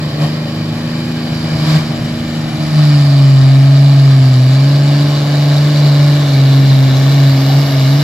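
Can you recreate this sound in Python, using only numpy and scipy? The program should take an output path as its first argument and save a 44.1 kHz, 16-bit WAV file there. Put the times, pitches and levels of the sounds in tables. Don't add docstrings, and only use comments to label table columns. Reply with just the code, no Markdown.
import sys
import numpy as np
from scipy import signal
from scipy.fft import rfft, irfft
from scipy.io import wavfile
from scipy.ndimage import uniform_filter1d

SR = 44100
rng = np.random.default_rng(int(sys.argv[2]) if len(sys.argv) > 2 else 0)


def wav_out(sig):
    wavfile.write(sys.argv[1], SR, np.round(np.clip(np.atleast_2d(sig).T, -1, 1) * 32767).astype(np.int16))


N = 354123
TIME = np.arange(N) / SR
CYLINDERS = 6
EDGE_HZ = 15750

# time in seconds, firing rate in Hz.
SPEED = [(0.0, 154.6), (0.15, 147.8), (0.3, 154.2), (0.7, 156.6), (1.1, 161.0), (1.7, 154.5), (2.2, 157.7),
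         (2.7, 152.9), (3.05, 142.1), (3.42, 133.9), (3.87, 139.9), (4.1, 136.0), (4.4, 127.3),
         (4.7, 141.1), (5.1, 145.0), (5.55, 144.6), (5.7, 147.9), (5.92, 143.8), (6.2, 145.4),
         (6.38, 136.6), (6.65, 136.6), (6.92, 133.0), (7.15, 140.1), (7.38, 134.9), (7.63, 141.2),
         (7.85, 134.1), (8.03, 147.1)]
# time in seconds, centre in Hz, height in dB.
GROWL_PEAK = [(0, 577, 5.5), (1.1, 580, 3), (1.75, 626, 6.5), (2.6, 600, 3.5), (3.3, 640, 2.5),
              (3.8, 660, 5.5), (4.5, 636, 6), (5.3, 604, 4), (6.1, 580, 9.5), (6.6, 640, 0.5),
              (7.5, 668, 6), (8.03, 640, 6)]
# frequency in Hz, likeness from 0 to 1.
LIKENESS = [(250, 0.99), (400, 0.88), (700, 0.87), (1300, 0.31), (2250, 0.74), (2650, 0.14), (3000, 0.9),
            (4200, 0.45), (5400, 0.22), (7000, 0.62), (8900, 0.39), (10000, 0.87), (14000, 0.34)]

STAB_FALL_S, STAB_LOAD = 0.048, 0.49
FULL_S, OPEN_S, SETTLE_S = 2.7, 0.09, 0.3
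FULL_SURGE = 0.4
HITCH_S, TAKE_UP_S = 2.5, 0.5
DRONE_FREE_DB, DRONE_STAB_DB, DRONE_LOAD_DB = -22, 14.5, 11
FREE_HZ, LOADED_HZ, FREE_AT_S, LOADED_AT_S = 156, 139, 1.2, 5
ROUGH_FREE, ROUGH_LOADED, ROUGH_SURGE = 0.48, 0.24, 0.15
BARK_HZ, BARK_DB = 1080, 7
DIP_HZ, DIP_HZ_PER_S = 398, 21
DIP_DEPTH, DIP_EXTRA, DIP_DEEPEST_S, DIP_SPREAD_S = 0.12, 0.55, 3.26, 0.75


def drone(firings, load):
    # time in seconds, level in dB before flutter.
    full_level = [(2.85, -6), (3.09, -7), (3.23, -5), (4.09, -5), (4.96, -9), (5.22, -13), (5.53, -8),
                  (5.72, -10), (5.82, -7), (6.11, -7), (6.28, -12), (6.37, -7), (6.73, -6), (6.93, -9),
                  (7.28, -6), (7.42, -11), (7.58, -7), (7.67, -13), (7.9, -7), (8.03, -11)]
    flutter = 1 + (0.22 * (1 - load) + 0.012) * drift(22)
    hunting = 1 + 0.13 * (1 - load) * tone(firings / (2 * CYLINDERS))
    tilt = 0.005 + 0.008 * drift(0.87)
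    firings = firings + np.array([[1], [-1]]) * tilt

    free_db = DRONE_FREE_DB + DRONE_STAB_DB * stabs() + DRONE_LOAD_DB * ramp(HITCH_S, TAKE_UP_S)
    firing_db = free_db + (curve(full_level) - free_db) * ramp(FULL_S, OPEN_S)
    firing = amp(firing_db) * flutter * hunting * tone(firings)

    half_db = level("half") + (0.8 + 2.2 * load) * drift(2.5)
    half = amp(half_db) * tone(1.5 * firings + 0.02 * drift(5))
    second_db = level("second") + 1.4 * drift(7.0)
    second = amp(second_db) * tone(2 * firings - 0.11 + 0.04 * drift(1))
    return firing + half + second


def lope(firings, load, rate):
    # multiple of the engine cycle rate, relative level in dB
    # revving free, relative level in dB under load.
    orders = [(4, -32, -44.5), (5, -32, -50), (7, -33.5, -47), (8, -45.5, -46), (10, -67, -45),
              (11, -37.5, -40), (13, -37, -45), (14, -43.5, -41), (15, -55, -46), (16, -40, -43.5),
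              (17, -71, -41), (18, -44, -38.5), (19, -50, -55), (20, -41.5, -42.5), (21, -76, -40),
              (22, -40, -53)]
    out = np.zeros((2, N))
    for order, free_db, loaded_db in orders:
        wave = line(round(order), firings / CYLINDERS, rate, smear=0.025, flicker_db=2.0)
        out += amp(free_db + (loaded_db - free_db) * load) * wave
    return amp(0.8) * out


def growl(firings, rate, width_hz=25.0):
    # frequency in Hz, relative level in dB.
    stack = [(420, -13), (520, -3.5), (600, -3), (670, -3), (730, -12), (850, -6), (950, -24.5),
             (1100, -12), (1350, -25.5), (1700, -25)]
    out = np.zeros((2, N))
    peak_hz, peak_db = curve(GROWL_PEAK), curve(GROWL_PEAK, axis=2)
    for order in range(23, 55):
        hz = order * rate / CYLINDERS
        level_db = read(stack, hz) + peak_db * hump(hz, peak_hz, width_hz)
        out += amp(level_db) * line(order, firings / CYLINDERS, rate, smear=0.018, flicker_db=2.4)
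    return unit(out)


def pipe(firings, rate, flow):
    # frequency in Hz, relative level in dB per Hz.
    roar_spectrum = [(200, -29), (330, -3), (400, -2), (470, 0.5), (600, -2), (780, 1.5), (950, -16),
                     (1400, -41)]
    pull = ramp(HITCH_S, TAKE_UP_S)
    rough = ROUGH_FREE + (ROUGH_LOADED - ROUGH_FREE) * pull + ROUGH_SURGE * surge()
    rough = np.clip(rough, 0, 1)
    peak = curve(GROWL_PEAK), curve(GROWL_PEAK, axis=2)
    roar = gas(roar_spectrum, flow, patchy_db=2.6, peak=peak, width_hz=89.0)
    mix = np.sqrt(1 - rough) * growl(firings, rate) + np.sqrt(rough) * roar
    return amp(level("pipe")) * mix


def jet(flow):
    # frequency in Hz, relative level in dB per Hz.
    rasp_spectrum = [(300, -43), (560, -27), (800, -9.5), (950, 0), (1130, 3), (1400, -1), (1800, 2),
                     (2020, -3.5), (2330, 2.5), (2650, -7), (2980, 2), (3300, -12.5), (4000, -20),
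                     (6000, -38)]
    # frequency in Hz, relative level in dB per Hz.
    hiss_spectrum = [(2600, -27), (3400, -2.5), (4000, -1), (4500, -2.5), (5050, -5), (5600, -8.5),
                     (6200, -13), (7500, -12), (8200, -20.5), (8800, -24.5), (9900, -19), (12400, -17.5),
                     (14000, -28), (15800, -32)]
    # time in seconds, centre in Hz, height in dB.
    hiss_peak = [(0, 4640, 6), (1.7, 4700, 5.5), (2.5, 4660, 2), (2.9, 4700, 7.5), (3.4, 4600, 5),
                 (5, 4530, 4.5), (6.2, 4300, 4.5), (7.1, 4040, 2), (7.45, 5040, 3.5), (8.03, 5130, 3.5)]
    waver_db = 0.37 * drift(16.0)
    shocks = amp(1.6 * unit(uniform_filter1d(rng.standard_normal(N), size=30)))

    bark = np.full(N, BARK_HZ), BARK_DB * surge()
    rasp = gas(rasp_spectrum, flow, patchy_db=0.52, ripple_db=1.8, peak=bark, width_hz=99.0,
               sinking=0.0068)
    bright = curve(hiss_peak), curve(hiss_peak, axis=2)
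    hiss = gas(hiss_spectrum, flow * shocks, patchy_db=0.88, ripple_db=3.0, clearing_db=0.6,
               peak=bright, width_hz=420.0)

    rasp_db = level("rasp") + waver_db
    hiss_db = level("hiss") + waver_db + 0.2 * drift(20)
    return amp(rasp_db) * rasp + amp(hiss_db) * hiss


def puffs(firings, load, sharp=0.87, uneven_db=1.3, steady=0.97):
    index = np.maximum(firings, 0).astype(int)
    strength = amp(uneven_db * rng.standard_normal(N)[index])
    burst = np.exp(sharp * (np.cos(2 * np.pi * (firings - 0.39)) - 1))
    flow = steady + (0.058 + 0.64 * load) * burst * strength
    return flow / np.sqrt(uniform_filter1d(flow ** 2, size=4096))


def turbo(width_hz=42.6):
    # time in seconds, pitch in Hz, level in dB before the port trims.
    whistle = [(0, 11500, -90), (5.6, 11800, -75), (6.6, 12050, -60), (7.2, 12110, -51), (7.5, 12110, -42),
               (8.03, 12000, -63)]
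    cycles = np.cumsum(curve(whistle) + width_hz * drift(80)) / SR
    ports = np.array([amp(-3) * tone(cycles), amp(-2) * tone(cycles)])
    return amp(curve(whistle, axis=2)) * ports


def rumble():
    # frequency in Hz, relative level in dB per Hz.
    rumble_spectrum = [(12, -34), (28, -15), (45, -4), (62, -7), (85, 3), (110, 3.5), (165, 7.5),
                       (200, -23), (260, -25)]
    # time in seconds, level in dB before the ground dip.
    shudder = [(0, -30), (.7, -30.5), (1.2, -30), (1.6, -24), (2.3, -25), (2.8, -28), (3.5, -30.5),
               (8.03, -30.5)]
    return amp(curve(shudder)) * gas(rumble_spectrum, 1, patchy_db=0.0, size=4096)


def body(load):
    # frequency in Hz, relative level in dB per Hz.
    body_spectrum = [(90, -25), (130, 7), (170, -1.5), (210, 0.5), (310, -1.5), (400, -7), (700, -28)]
    return amp(-29.5 + 1.05 * load) * gas(body_spectrum, 1, patchy_db=0.5, size=4096)


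def gas(spectrum, flow, patchy_db, ripple_db=0., clearing_db=0., peak=None, width_hz=400., sinking=0.,
        size=1024):
    # frequency in Hz, left over right in dB for short waves.
    balance = [(200, 1), (600, 3.5), (900, 4.5), (1800, 2), (2100, 0), (2500, 4), (3200, 5), (4200, -3.5),
               (4900, -7), (5800, 1), (7500, 2), (9500, 0), (11600, -9.5), (13800, 2)]
    # frequency in Hz, radians that left leads for short waves.
    port_lead = [(300, -0.23), (700, -0.3), (1000, -0.5), (1800, 0.2), (2300, -0.35), (3300, -1.07),
                 (4100, -1.3), (5500, 0.15), (7500, 1.1), (9800, 1.03), (12000, 4), (15000, 4.5)]
    overlap = size * 3 // 4
    noise = rng.standard_normal((2, N)) * flow
    hz, seconds, (a, b) = signal.stft(noise, SR, nperseg=size, noverlap=overlap)
    hz, t = hz[:, None], seconds - seconds.mean()

    unlike = hz ** 2 / (hz ** 2 + 170 ** 2)
    same = 1 - unlike * (1 - np.clip(read(LIKENESS, hz), 0, 1))
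    moving = 2 * np.pi * hz * 8.5e-6 * (t - 0.9)
    lead = unlike * read(port_lead, hz) + moving
    side = amp(unlike * read(balance, hz) / 2)
    right = (same * a + np.sqrt(1 - same ** 2) * b) * np.exp(-1j * lead) / side
    ports = np.array([a * side, right])

    shifted = hz * (1 + sinking * t)
    colour_db = read(spectrum, shifted) + ripple_db * echoes(shifted)
    colour_db = colour_db + clearing_db * t * (hz / EDGE_HZ) ** 3
    colour_db = colour_db - 24 * np.log2(np.maximum(hz / spectrum[-1][0], 1))
    if peak is not None:
        centre, height_db = (np.interp(seconds, TIME, control) for control in peak)
        colour_db = colour_db + height_db * hump(hz, centre, width_hz)

    patches = uniform_filter1d(rng.standard_normal(a.shape), size=16, axis=1)
    patches = unit(uniform_filter1d(patches, size=18, axis=0))
    ports *= amp(colour_db + patchy_db * patches)
    return unit(signal.istft(ports, SR, nperseg=size, noverlap=overlap)[1][:, :N])


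def line(order, cycles, rate, smear, flicker_db):
    phase = order * cycles + rng.random() + smear * drift(4.9)
    likeness = np.clip(read(LIKENESS, order * rate.mean() / CYLINDERS), 0, 1)
    apart = rng.choice([-1, 1]) * np.arccos(likeness) / (4 * np.pi)
    return amp(flicker_db * drift(3.7)) * np.array([tone(phase + apart), tone(phase - apart)])


def echoes(hz, count=14, spread_s=0.022):
    delay, phase = rng.random((2, count))
    ripples = [np.cos(2 * np.pi * (hz * spread_s * (0.15 + d) + p)) for d, p in zip(delay, phase)]
    return unit(sum(ripples))


def ground(x, width_hz=225.0):
    turn = np.exp(2j * np.pi * np.cumsum(DIP_HZ + DIP_HZ_PER_S * TIME) / SR)
    r = np.exp(-np.pi * width_hz / SR)
    band = 2 * (turn * signal.lfilter([1 - r], [1, -r], x / turn)).real
    depth = DIP_DEPTH + DIP_EXTRA * hump(TIME, DIP_DEEPEST_S, DIP_SPREAD_S)
    return x - np.clip(depth, 0, 1) * band


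def stabs():
    # time in seconds, rise in seconds, hold in seconds, strength from 0 to 1.
    stab_rows = [(0.023, 0.013, .02, 0.24), (0.221, 0.032, 0.029, .72), (1.709, 0.16, .06, 0.9),
                 (2.63, 0.022, 0.021, 0.24)]
    total = np.zeros(N)
    for start, rise, hold, strength in stab_rows:
        swell = np.minimum(TIME - start, 0) / rise
        fall = np.maximum(TIME - start - hold, 0) / STAB_FALL_S
        total += strength * np.exp(swell - fall)
    return total


def surge():
    settling = np.exp(-np.maximum(TIME - FULL_S - OPEN_S, 0) / SETTLE_S)
    return stabs() + FULL_SURGE * ramp(FULL_S, OPEN_S) * settling


def level(layer):
    layer_levels = {"half": (-24.5, -36.5, 1, 0.61, 0.7), "second": (-31, -23, 6, -0.11, 0.5),
                    "pipe": (-31, -26.5, 7.5, 0.1, 0.27), "rasp": (-31.5, -28.5, 7, .08, 0.64),
                    "hiss": (-32.5, -27.5, 9, 0.07, 1.07)}
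    free_db, loaded_db, surge_db, db_per_hz, db_per_s = layer_levels[layer]
    rate, pull = curve(SPEED), ramp(HITCH_S, TAKE_UP_S)
    free = free_db + db_per_hz * (rate - FREE_HZ) + db_per_s * (TIME - FREE_AT_S)
    loaded = loaded_db + db_per_hz * (rate - LOADED_HZ) + db_per_s * (TIME - LOADED_AT_S)
    return free + (loaded - free) * pull + surge_db * surge()


def ramp(start, length):
    return np.clip((TIME - start) / length, 0, 1)


def drift(rate):
    hz = np.fft.rfftfreq(4096, 1 / 400)
    slow = irfft(rfft(rng.standard_normal(4096)) / (1 + (hz / rate) ** 4))
    return np.interp(TIME, np.arange(len(slow)) / 400, unit(slow))


def tone(cycles):
    return np.sqrt(2) * np.cos((2 * np.pi * (cycles - np.floor(cycles))).astype(np.float32))


def hump(x, centre, width):
    return np.exp(-0.5 * ((x - centre) / width) ** 2)


def curve(rows, axis=1):
    rows = np.array(rows)
    return np.interp(TIME, rows[:, 0], rows[:, axis])


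def read(points, hz):
    f, value = np.transpose(points)
    return np.interp(np.log(hz + 1), np.log(f + 1), value)


def amp(db):
    return np.exp(np.asarray(db) * (np.log(10) / 20))


def unit(x):
    return x / np.sqrt(np.mean(x ** 2) + 1e-20)


def scene():
    rate = curve(SPEED)
    load = np.clip(ramp(HITCH_S, TAKE_UP_S) + STAB_LOAD * stabs(), 0, 1)
    firings = np.cumsum(rate) / SR
    flow = puffs(firings, load)
    exhaust = lope(firings, load, rate) + pipe(firings, rate, flow) + rumble() + body(load)
    return drone(firings, load) + ground(exhaust) + jet(flow) + turbo()


def record(dry):
    knee = 0.8
    over = np.maximum(abs(dry) - knee, 0)
    held = np.sign(dry) * (abs(dry) - over + (1 - knee) * np.tanh(over / (1 - knee)))
    lowpass = signal.firwin(511, EDGE_HZ, window=("kaiser", 9), fs=SR)
    return signal.oaconvolve(held, lowpass[None], "same")


dry = scene()
out = record(dry)
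wav_out(out)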